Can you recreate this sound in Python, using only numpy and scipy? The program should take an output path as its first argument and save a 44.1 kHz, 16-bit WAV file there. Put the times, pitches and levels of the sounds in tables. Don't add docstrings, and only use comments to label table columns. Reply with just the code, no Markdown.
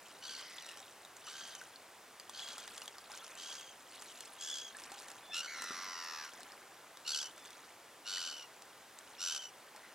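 import sys
import numpy as np
from scipy import signal
from scipy.fft import rfft, irfft, next_fast_len
from scipy.io import wavfile
from scipy.ndimage import uniform_filter1d

SR = 44100
rng = np.random.default_rng(int(sys.argv[2]) if len(sys.argv) > 2 else 0)


def to_wav(sig):
    pcm = np.clip(np.atleast_2d(sig), -1, 1) * 32767
    pcm = np.round(pcm).astype(np.int16)
    wavfile.write(sys.argv[1], SR, pcm.T)


N = 438354
TIME = np.arange(N) / SR
CUTOFF_HZ = 15900

# f/Hz, relative level/dB
SPRAY_COLOUR = [(1000, 2), (2000, 3), (3200, 9.5), (4500, 3), (7500, 4), (11000, -1.5), (15000, -41)]
# f/Hz, relative level/dB
SLOSH_COLOUR = [(200, -5.5), (400, -10), (800, -3), (1400, -3), (2600, -9)]
# t/s, pouring time/s, spray level/dB, slosh level/dB (both before the trims in bathing)
DIPS = [(0, 0.1, -66, -65), (.33, 0.47, -61, -65), (1.28, 0.31, -61, -65.5), (2.42, 0.38, -58.5, -60),
        (3.12, 0.46, -60.5, -61), (3.96, 0.34, -60.5, -66.5), (4.8, 0.3, -61, -58), (5.58, 0.22, -60, -57),
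        (6.36, .12, -65, -59), (7.2, 0.36, -64.5, -62), (8.2, 0.2, -65, -71), (9, .15, -69.5, -65),
        (9.78, 0.19, -78, -65)]


def bathing(spray_trim_db=3.0, patter_trim_db=-2.0, slosh_trim_db=-0.5, ticks_per_s=700):
    _, _, throws_db, pushes_db = np.transpose(DIPS)
    spray_level = stirred(throws_db, rise_s=0.12, sag_db_per_s=4, decay_db_per_s=59.5, calm_db=-77)
    slosh_level = stirred(pushes_db, rise_s=0.14, sag_db_per_s=4, decay_db_per_s=35, calm_db=-74)
    spray = grains(spray_level + spray_trim_db, per_s=700, spectrum=SPRAY_COLOUR, cycles=22, spread_db=1.5)
    slosh = grains(slosh_level + slosh_trim_db, per_s=500, spectrum=SLOSH_COLOUR, cycles=7.3, spread_db=2.0)
    ticks = (rng.random(N) < ticks_per_s / SR) * rng.standard_normal(N)
    ticks = ticks * from_db(5.5 * wander(TIME, 150))
    patter = rms_one(cut(colour(ticks, SPRAY_COLOUR), 900, "high")) * from_db(spray_level + patter_trim_db)
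    return spray + patter + slosh + cut(drops(spray_level), 110, "high")


def stirred(levels_db, rise_s, sag_db_per_s, decay_db_per_s, calm_db):
    power = from_db(calm_db) ** 2
    for (start, pour_s, *_), db in zip(DIPS, levels_db):
        age = TIME - start
        build_up = 10 * np.minimum(age / rise_s, 0)
        sag = sag_db_per_s * np.clip(age, 0, pour_s)
        decay = decay_db_per_s * np.maximum(age - pour_s, 0)
        power = power + from_db(db + build_up - sag - decay) ** 2
    return 10 * np.log10(power)


def grains(level_db, per_s, spectrum, cycles, spread_db):
    out, drive = np.zeros(N), from_db(level_db - np.max(level_db))
    born = np.flatnonzero(rng.random(N) < per_s * drive / SR)
    low_hz, high_hz = spectrum[0][0], spectrum[-1][0] * 0.867
    for at, (pitch, size, length) in zip(born, rng.random((len(born), 3))):
        hz = low_hz + (high_hz - low_hz) * pitch ** 1.5
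        strength = from_db(-spread_db * np.log(size + 0.038))
        strength = strength * gain_at(spectrum, hz) * np.sqrt(drive[at]) * hz ** 0.81
        add(out, at / SR, strength * bubble(hz, cycles * (1.15 + length) / hz, rise=0.19))
    return rms_one(out) * np.sqrt(np.mean(from_db(level_db) ** 2))


def bubble(hz, t60, rise):
    t = np.arange(int(t60 * SR) + 2) / SR
    ring = np.sin(2 * np.pi * hz * t * (1 + rise * t / t60))
    return ring * from_db(-60 * t / t60) * (1 - np.exp(-2 * hz * t))


# f/Hz, relative level/dB
CRACK_COLOUR = [(1000, 5), (3200, -3), (5000, 2), (8000, 2), (11000, -5.5), (15000, -12)]
# t/s, level/dB (bubbles under 3000 Hz end up weaker),
# starting f/Hz of the bubble, level/dB of the crack against the second column (before its trim)
DROPS = [(0.584, -32.5, 3500, -28), (0.664, -42, 5400, 0), (0.69, -35.5, 2800, -6.5),
         (0.773, -41.5, 3100, -1), (0.802, -41, 5500, -5), (1.05, -40.5, 3700, -5),
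         (1.1672, -35.5, 6560, -9.5), (1.5513, -33, 6325, -11), (1.6135, -34.5, 1500, -10),
         (1.759, -36.5, 4300, -23), (2.1982, -34, 4653, -6.5), (2.2955, -38.5, 3380, 1),
         (2.394, -32, 3246, -13), (2.487, -35.5, 3280, -6.5), (2.531, -41, 3900, -1),
         (2.5815, -34.5, 1250, -2.5), (2.6777, -38.5, 3400, -0.5), (2.779, -36.5, 3260, -1),
         (2.8187, -37, 2800, -2.5), (2.8786, -32, 3220, -7), (2.983, -35.5, 4800, -9),
         (2.835, -39, 11800, -16), (3.1178, -34, 5000, -9), (3.1515, -41, 5540, -3),
         (3.1755, -33.5, 6500, -10), (3.279, -40, 9800, -14), (3.353, -37, 7400, -10),
         (4.0223, -39.5, 1250, -0.5), (4.207, -36.5, 7800, -2), (4.3345, -35, 9500, -30),
         (4.769, -30.5, 8400, -28), (4.837, -36, 5340, -6.5), (4.9186, -32, 793, -5.5),
         (4.989, -37.5, 4500, -7), (5.0838, -45, 1862, 4), (5.116, -38, 7340, -6), (5.621, -34, 1743, 1),
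         (5.6408, -34, 1449, 0), (5.845, -38, 13000, -12), (6.044, -40.5, 8800, -4),
         (6.405, -38, 1590, -4.5), (6.52, -39, 5000, -8), (6.972, -43.5, 3764, -0.5),
         (7.2605, -37, 8300, -7), (7.457, -39, 7594, -5), (8.988, -34.5, 7783, -10.5)]
# t/s, level/dB (before the trim), starting f/Hz, time to fade by 60 dB/s
PLOPS = [(0.805, -51, 745, 0.068), (1.276, -41.5, 1210, 0.049), (1.615, -40.5, 1420, 0.051),
         (2.294, -44, 1070, 0.024), (2.579, -45, 1209, .03), (2.842, -45, 1170, 0.031),
         (2.879, -44, 790, .03), (2.983, -42, 1110, 0.022), (3.1, -45, 790, 0.042), (3.135, -45, 1430, .05),
         (3.224, -45, 1290, 0.041), (4.748, -42.5, 1660, 0.065), (4.917, -39.5, 766, 0.081),
         (4.97, -49, 790, 0.088), (5.08, -56, 870.5, 0.1), (5.295, -45.5, 690, 0.069),
         (5.705, -42.5, 227, 0.038), (5.706, -37.5, 1324, 0.052), (5.706, -34, 348, 0.016),
         (6.392, -46.5, 686.5, 0.066), (8.174, -36, 1830, 0.025), (9.749, -47, 812, 0.042)]


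def drops(spray_level, splat_trim_db=-1.0, ring_trim_db=0.0, cycles=32, plop_trim_db=-0.5):
    out, t = np.zeros(N), np.arange(1500) / SR
    for start, db, hz, crack_db in list(DROPS) + small_drops(spray_level):
        fade = from_db(-60 * t / 0.018) + .07 * from_db(-60 * t / .04)
        crack = cut(rng.standard_normal(len(t)) * fade, 780, "high")
        snap = cut(from_db(14) * (t == 0), 4200, "high")
        add(out, start, from_db(db + crack_db + splat_trim_db) * colour(crack + snap, CRACK_COLOUR))
        ring = min(hz / 3000, 1) * bubble(hz, cycles / hz, rise=0.064)
        add(out, start + 0.00045, from_db(db + ring_trim_db) * ring)
    for start, db, hz, t60 in PLOPS:
        add(out, start, from_db(db + plop_trim_db) * bubble(hz, t60, rise=0.167))
    return out


def small_drops(spray_level, per_s=8, low_hz=1500, high_hz=7000, crowding=1.2):
    rate = per_s * from_db(crowding * (spray_level - spray_level.max()))
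    born = np.flatnonzero(rng.random(N) < rate / SR)
    size, pitch = rng.standard_normal(N)[born], rng.random(N)[born]
    hz = low_hz * (high_hz / low_hz) ** pitch
    return [(start, db, f, -1.5) for start, db, f in zip(TIME[born], -43.5 - 0.5 * size, hz)]


# t/s, length/s, time to the crest/s, time until the rasp tires/s,
# rasp level/dB, whistle level/dB (both before the trims in cry), fade after the crest/dB (negative swells on),
# top f/Hz (before bends), bursts per s at the start, at the end, opening scoop share, pitch dip in a burst share,
# bill resonance f/Hz at the start, at the end, its level/dB, low part level/dB, whistle overtone level/dB,
# hiss share (before it swells early in each burst)
CRIES = [(0.206, 0.31, 0.07, .19, -50, -57, 6, 1606, 72, 70, 0.078, 0.1, 4330, 4600, 8, 2, -5, 2.1),
         (1.242, 0.37, 0.17, .28, -54, -53.5, 7, 1618, 74, 71, 0.089, 0.15, 3940, 4970, -3, 2.5, -3, 3.1),
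         (2.318, 0.36, 0.093, .21, -51.5, -55, 7, 1686, 77, 54, 0.047, .15, 4200, 4120, 8, 1, -1, 1.94),
         (3.36, 0.39, 0.16, .25, -52, -51.5, 11.5, 1662, 86, 57, 0.068, .17, 3780, 4260, -10, -8, -3, 1.51),
         (4.382, 0.34, 0.14, .215, -47, -47, 6, 1711, 85, 53, 0.044, 0.18, 7400, 6200, 2, -6, -6.5, 1.8),
         (5.316, 0.12, 0.069, .1, -44, -42, 8, 1600, 84, 81, 0.18, 0.13, 3300, 2800, -2, -3, -2, 2.1),
         (5.401, 0.0776, 0.059, .1, -48.5, -54, -9, 1620, 70, 76, 0.014, 0.05, 4600, 4450, -4, 7, 7, 2.1),
         (7.045, 0.26, 0.09, .183, -40.5, -47.5, 6.5, 1628, 71, 75, 0.15, 0.16, 4300, 5840, 5.5, -5.5, -10, 1),
         (8.044, 0.42, 0.12, .28, -45, -46.5, 7, 1535, 103, 62, 0.078, 0.28, 4000, 5410, 2.5, -1.5, -8.5, 1.2),
         (9.18, 0.32, 0.097, .19, -42.5, -46.5, 5.5, 1578, 95, 58, 0.139, 0.24, 5200, 6200, -0.5, -3, 0.5, 1.15)]
# t/s, length/s, body level/dB, edge level/dB, lows level/dB, bill resonance level/dB
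GROWLS = [(0.369, .43, -59, -61.5, -7, 14), (5.466, 0.85, -49, -50, 3, 2), (9.826, 0.16, -63, -82, -7, -2)]


def gull():
    out = np.zeros(N)
    for start, *voice in CRIES:
        add(out, start, cry(*voice))
    out = cracked(out)
    for start, *voice in GROWLS:
        add(out, start, growl(start, *voice))
    return out + whines()


# f/Hz, relative level/dB
CRY_THROAT = [(900, -8), (1450, -0.5), (2100, -3.5), (2900, 0), (3700, 3.5), (4500, -1.5), (5100, -0.5),
              (5800, 3), (6700, -5), (7400, 1), (8200, -8), (9300, -7), (10300, -12), (11500, -12.5),
              (15000, -26)]


def cry(length, crest_s, tires_s, rasp_db, whistle_db, fade_db, top_hz, first_rate, last_rate, scoop, dip,
        bill_from_hz, bill_to_hz, bill_db, low_db, overtone_db, hiss,
        split_hz=1900, upper_hz=2600, rasp_trim_db=3.0, whistle_trim_db=-1.0, bill_q=5.1):
    t = np.arange(0, length, 1 / SR)
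    rasp_level, whistle_level = cry_levels(t, crest_s, tires_s, fade_db)
    rasp_level, whistle_level = rasp_level + rasp_db, whistle_level + whistle_db
    place, (force, detune, purity) = bursts(t, np.linspace(first_rate, last_rate, len(t)), jitter=.03)

    contour = 1 - scoop * np.exp(-t / 0.075) - 0.0786 * np.exp((t - length) / 0.074)
    push = np.clip(1.5 + (rasp_level - whistle_level) / 15 + 0.248 * force, .15, 1.7)
    early, late = np.clip(1 - place / .48, 0, 1), np.clip((place - .65) / .25, 0, 1)
    hz = top_hz * contour * (1 - push * (dip * early + 0.018 * late ** 2) + .012 * detune)

    slaps = pulses(hz * (1 + 0.04 * (0.3 + 2 * early) * wander(t, 1500)), place)
    slaps = slaps + hiss * (.65 + .7 * early) * rng.standard_normal(len(t))
    opens, rise, decay = 0.05, 0.27, 0.45
    since = place - opens
    leak = 0.08 * hiss
    flow = leak + np.clip(since / rise, 0, 1) * np.exp(-(np.maximum(since - rise, 0) / decay) ** 2.0)
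    throat = colour(slaps * flow, CRY_THROAT)
    throat = from_db(low_db) * cut(throat, split_hz, "low", order=4) + cut(throat, upper_hz, "high", order=4)
    bill_hz = np.geomspace(bill_from_hz, bill_to_hz, len(t)) * (1 + .03 * wander(t, 40))
    rasp = evened(throat + from_db(bill_db) * glide(throat, bill_hz, bill_q)) * from_db(0.9 * force)
    top = signal.sosfiltfilt(signal.butter(2, 8100, "high", fs=SR, output="sos"), rasp)
    rasp = rasp + top * (from_db(0.5 * (rasp_level + 44)) - 1)

    phase = 2 * cycle_phase(hz, place)
    tone = np.sin(phase) + from_db(overtone_db) * np.sin(2 * phase)
    tone = tone + 0.18 * from_db(low_db) * np.sin(phase / 2)
    whistle = evened(tone * hump(place, centre=0.91, width=0.47) * from_db(1.6 * purity))
    return rasp * from_db(rasp_level + rasp_trim_db) + whistle * from_db(whistle_level + whistle_trim_db)


def cry_levels(age, crest_s, tires_s, fade_db):
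    before = np.clip(1 - age / crest_s, 0, 1)
    after = np.clip((age - crest_s) / (age[-1] - crest_s), 0, 1)
    tired = np.clip((age - tires_s) / 0.02, 0, 1)
    rasp = gate_db(age, attack_s=0.029, release_s=0.0397, shut_db=-25.5)
    rasp = rasp - 1.5 * before - fade_db * after - 6.5 * tired
    whistle = gate_db(age, attack_s=0.0177, release_s=0.037, shut_db=-9.5)
    whistle = whistle - 5.5 * before - 0.85 * fade_db * after
    return rasp, whistle


# t/s of the middle, length/s, f/Hz (before a small tremble), level/dB of its main tone
BREAKS = [(.285, 0.017, 3330, -49), (2.426, 0.019, 3400, -46), (2.465, 0.013, 3280, -48),
          (4.532, .018, 3410, -40.5), (7.138, .018, 3330, -40), (7.208, 0.015, 3370, -42),
          (9.34, 0.013, 3220, -48), (9.399, 0.025, 3120, -47.5)]


def cracked(cries):
    gaps, whistles = np.zeros(N), np.zeros(N)
    for middle, length, hz, db in BREAKS:
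        t = np.arange(0, length, 1 / SR)
        phase = 2 * np.pi * np.cumsum(hz * (1 + .01 * wander(t, 400))) / SR
        tone = np.sin(phase) + from_db(-10.5) * np.sin(2 * phase)
        tone = np.sqrt(2) * from_db(db) * tone * signal.windows.tukey(len(t), .8)
        add(gaps, middle - length / 2, signal.windows.tukey(len(t), .3))
        add(whistles, middle - length / 2, tone)
    return cries * from_db(-7.5 * gaps) + whistles


# t/s, low voice f/Hz, high voice f/Hz (both before they
# bend in a burst), low voice level/dB, high voice level/dB, bill resonance f/Hz, bursts per s,
# start of the chirp as a share of the burst, sheen level/dB
GROWL_PITCH = [(.42, 1084, 2130, -3, 0, 5050, 82, 0.23, -20), (.58, 998, 2040, -5, 0, 4900, 80, 0.27, -20),
               (.66, 928, 1900, -5, -6, 4000, 80, 0.18, -20), (.78, 867, 1750, -6, -7, 3900, 87, .2, -20),
               (5.48, 1540, 2270, -9, 6, 4000, 79, 0.2, -20),
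               (5.55, 1400, 2220, -6.5, 2, 3870, 76, 0.25, -20),
               (5.66, 1305, 1967, -2, 0, 4100, 82, .28, -20), (5.78, 1087, 2074, 0, 0, 4300, 92, 0.25, -15),
               (5.94, 961, 1957, -1, -3, 4660, 88, .22, -4), (6.03, 902, 1920, 0, -13, 4600, 83, .2, 4),
               (6.14, 850, 1827, 7, -7, 4410, 79, .12, 6), (6.23, 790, 1656, -7, -11, 4160, 77, 0.179, 6),
               (6.3, 700.5, 1360, -6, 0, 3950, 77.4, 0.086, 3),
               (9.82, 1500, 2120, -6, 0, 4000, 69, 0.24, -20),
               (9.94, 1400, 1940, 1, -4, 4046, 70, 0.25, -20)]
# f/Hz, relative level/dB
GROWL_THROAT = [(600, -10), (900, 0), (1300, 6.5), (1900, 8.5), (2250, 0.5), (2450, -0.5), (2680, 2.5),
                (3150, -4), (4050, -1), (4450, -6), (4800, 1.5), (5200, 1), (5800, 7.5), (6200, -4.5),
                (6800, -6.5), (8000, -17), (10000, -26), (11300, -19.5), (12400, -20), (14000, -24)]


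def growl(start, length, body_db, edge_db, lows_db, bill_db, lows_hz=1500, bill_q=21.0):
    t = np.arange(0, length, 1 / SR)
    body_level = gate_db(t, attack_s=.01, release_s=.07, shut_db=-12) + 9 * np.exp(-t / 0.011)
    edge_level = body_level - 5.5 * np.exp(-t / 0.11) - 12 * np.exp((t - length) / 0.041)
    low_hz, high_hz, low_db, high_db, bill_hz, per_s, chirp_from, sheen_db = follow(GROWL_PITCH, start + t)
    place, (force, low_detune, high_detune) = bursts(t, per_s, jitter=.022)

    detune, tremor = .018, .009
    chirp = np.clip((place - chirp_from) / 0.537, 0, 1)
    chirp = np.sin(np.pi / 2 * chirp ** 1.88) ** 2
    low_bend = 1 + 0.555 * chirp + detune * low_detune + tremor * wander(t, 900)
    low = pulses(low_hz * low_bend, place)
    high_dip = 0.1015 * np.cos(np.pi * (place - .1)) ** 4
    high_bend = 1 - high_dip + detune * high_detune + tremor * wander(t, 900)
    high = pulses(high_hz * high_bend, place)

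    flow = hump(place, centre=0.5, width=0.3)
    source = (low * from_db(low_db) + 0.2 * rng.standard_normal(len(t))) * flow
    source = source + high * from_db(high_db) * (0.33 + 0.31 * flow)
    voice = colour(source * from_db(0.4 * force), GROWL_THROAT)
    voice = colour(voice, [(.8 * lows_hz, lows_db), (1.2 * lows_hz, 0)])
    bill = from_db(bill_db) * glide(voice, bill_hz, bill_q)
    sheen = from_db(sheen_db) * cut(voice, (10700, 11900), "band")
    voice = voice + bill + sheen
    body = evened(cut(voice, 3250, "low", order=4))
    edge = evened(cut(voice, 4100, "high", order=4))
    return body * from_db(body_level + body_db) + edge * from_db(edge_level + edge_db)


# t/s of the start, t/s of the end, f/Hz (before a small tremble),
# level/dB of the tone an octave above
WHINES = [(5.213, 5.333, 1738, -61.5), (5.296, 5.366, 1750, -50), (7.324, 7.519, 1754, -66)]


def whines():
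    out = np.zeros(N)
    for start, end, hz, db in WHINES:
        t = np.arange(start, end, 1 / SR)
        phase = 2 * np.pi * np.cumsum(hz * (1 + 0.014 * wander(t, 390))) / SR
        tone = from_db(-8) * np.sin(phase) + np.sin(2 * phase)
        add(out, start, from_db(db) * signal.windows.tukey(len(t), .6) * np.sqrt(2) * tone)
    return out


def bursts(t, per_s, jitter):
    count, place = np.divmod(np.cumsum(per_s * (1 + jitter * wander(t, 70))) / SR, 1)
    return place, rng.standard_normal((128, 3))[count.astype(int) % 128].T


def pulses(hz, place):
    phase = cycle_phase(hz, place)
    return sum(np.cos(k * phase) * np.clip((CUTOFF_HZ - k * hz) / 1000, 0, 1) for k in range(1, 17))


def cycle_phase(hz, place):
    turns = np.cumsum(hz) / SR
    new_burst = np.diff(place, prepend=1) < 0
    return 2 * np.pi * (turns - np.maximum.accumulate(turns * new_burst))


def hump(place, centre, width):
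    swell = np.exp(-.5 * np.abs((place - centre) / width) ** 4)
    return swell * np.sqrt(np.abs(np.sin(np.pi * place)))


def gate_db(age, attack_s, release_s, shut_db):
    release_s = min(release_s, .2 * age[-1])
    shut = np.maximum(1 - age / attack_s, 1 - (age[-1] - age) / release_s)
    return shut_db * np.clip(shut, 0, 1)


def evened(x):
    power = uniform_filter1d(x ** 2, size=1800)
    return x / np.sqrt(np.abs(power) + 1e-12) * signal.windows.tukey(len(x), .04)


def glide(x, hz, q):
    out, state = np.zeros(len(x)), np.zeros(2)
    for i in range(0, len(x), 128):
        block = slice(i, i + 128)
        out[block], state = signal.lfilter(*signal.iirpeak(hz[i], q, fs=SR), x[block], zi=state)
    return out


def shore(x, echo_db=-16, t60=0.072):
    t = np.arange(SR // 2) / SR
    tail = cut(rng.standard_normal(len(t)), 6500, "low") * from_db(-60 * t / t60) * (t > .004)
    return x + from_db(echo_db) * signal.fftconvolve(x, tail / np.linalg.norm(tail))[:N]


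# f/Hz, relative level/dB per Hz
AIR = [(15, -82), (25, -32), (96, -12), (228, -8.5), (269, -5.5), (299, -4.5), (461, -2.5), (572, -1.5),
       (791, -0.5), (1090, -2), (1550, -3.5), (1870, -5), (3990, -11), (8270, -13), (15800, -17.5)]


def open_air(level_db=-57.5):
    return from_db(level_db) * rms_one(colour(rng.standard_normal(N), AIR))


def from_db(db):
    return 10 ** (np.asarray(db) / 20)


def rms_one(x):
    return x / np.sqrt(np.mean(x ** 2) + 1e-20)


def follow(rows, t):
    s, *columns = np.transpose(rows)
    return [np.interp(t, s, c) for c in columns]


def gain_at(spectrum, hz):
    points, db = np.transpose(spectrum)
    return from_db(np.interp(np.log(np.maximum(hz, 1)), np.log(points), db))


def colour(x, spectrum):
    size = 2 * next_fast_len(len(x) // 2 + 1024)
    cepstrum = irfft(np.log(gain_at(spectrum, np.fft.rfftfreq(size, 1 / SR))))
    cepstrum[1:size // 2] *= 2
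    cepstrum[size // 2 + 1:] = 0
    return irfft(rfft(x, size) * np.exp(rfft(cepstrum)))[:len(x)]


def cut(x, hz, kind, order=2):
    return signal.sosfilt(signal.butter(order, hz, kind, fs=SR, output="sos"), x)


def wander(t, rate):
    steps = (t - t[0]) * rate
    count = int(steps[-1]) + 2
    return np.interp(steps, np.arange(count), rng.standard_normal(count))


def add(out, s, sound):
    at = max(int(s * SR), 0)
    out[at:at + len(sound)] += sound[:max(N - at, 0)]


def scene(lag_s=.000022, diffuse_db=-9, scatter_db=-17):
    air, diffuse = open_air(), from_db(diffuse_db) * open_air()
    near = cut(gull(), 550, "high") + bathing()
    right = shore(near) + air
    left = irfft(rfft(right) * np.exp(-2j * np.pi * np.fft.rfftfreq(N, 1 / SR) * lag_s), N)
    scatter = shore(near, echo_db=scatter_db, t60=0.06) - near
    side = diffuse + scatter
    return np.array([left, right]) + side * np.array([[1], [-1]])


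# f/Hz, level/dB of the side signal
STEREO_WIDTH = [(300, -64), (700, -27), (1400, -46), (2200, -14.5), (3200, -3.5), (5000, -0.5)]


def record(dry):
    hz = np.fft.rfftfreq(N, 1 / SR)
    mid, side = rfft(dry[0] + dry[1]) / 2, rfft(dry[0] - dry[1]) / 2
    side = side * gain_at(STEREO_WIDTH, hz)
    top = 1 / np.sqrt(1 + (hz / CUTOFF_HZ) ** 300)
    return irfft(np.array([mid + side, mid - side]) * top, N)


dry = scene()
out = record(dry)
to_wav(out)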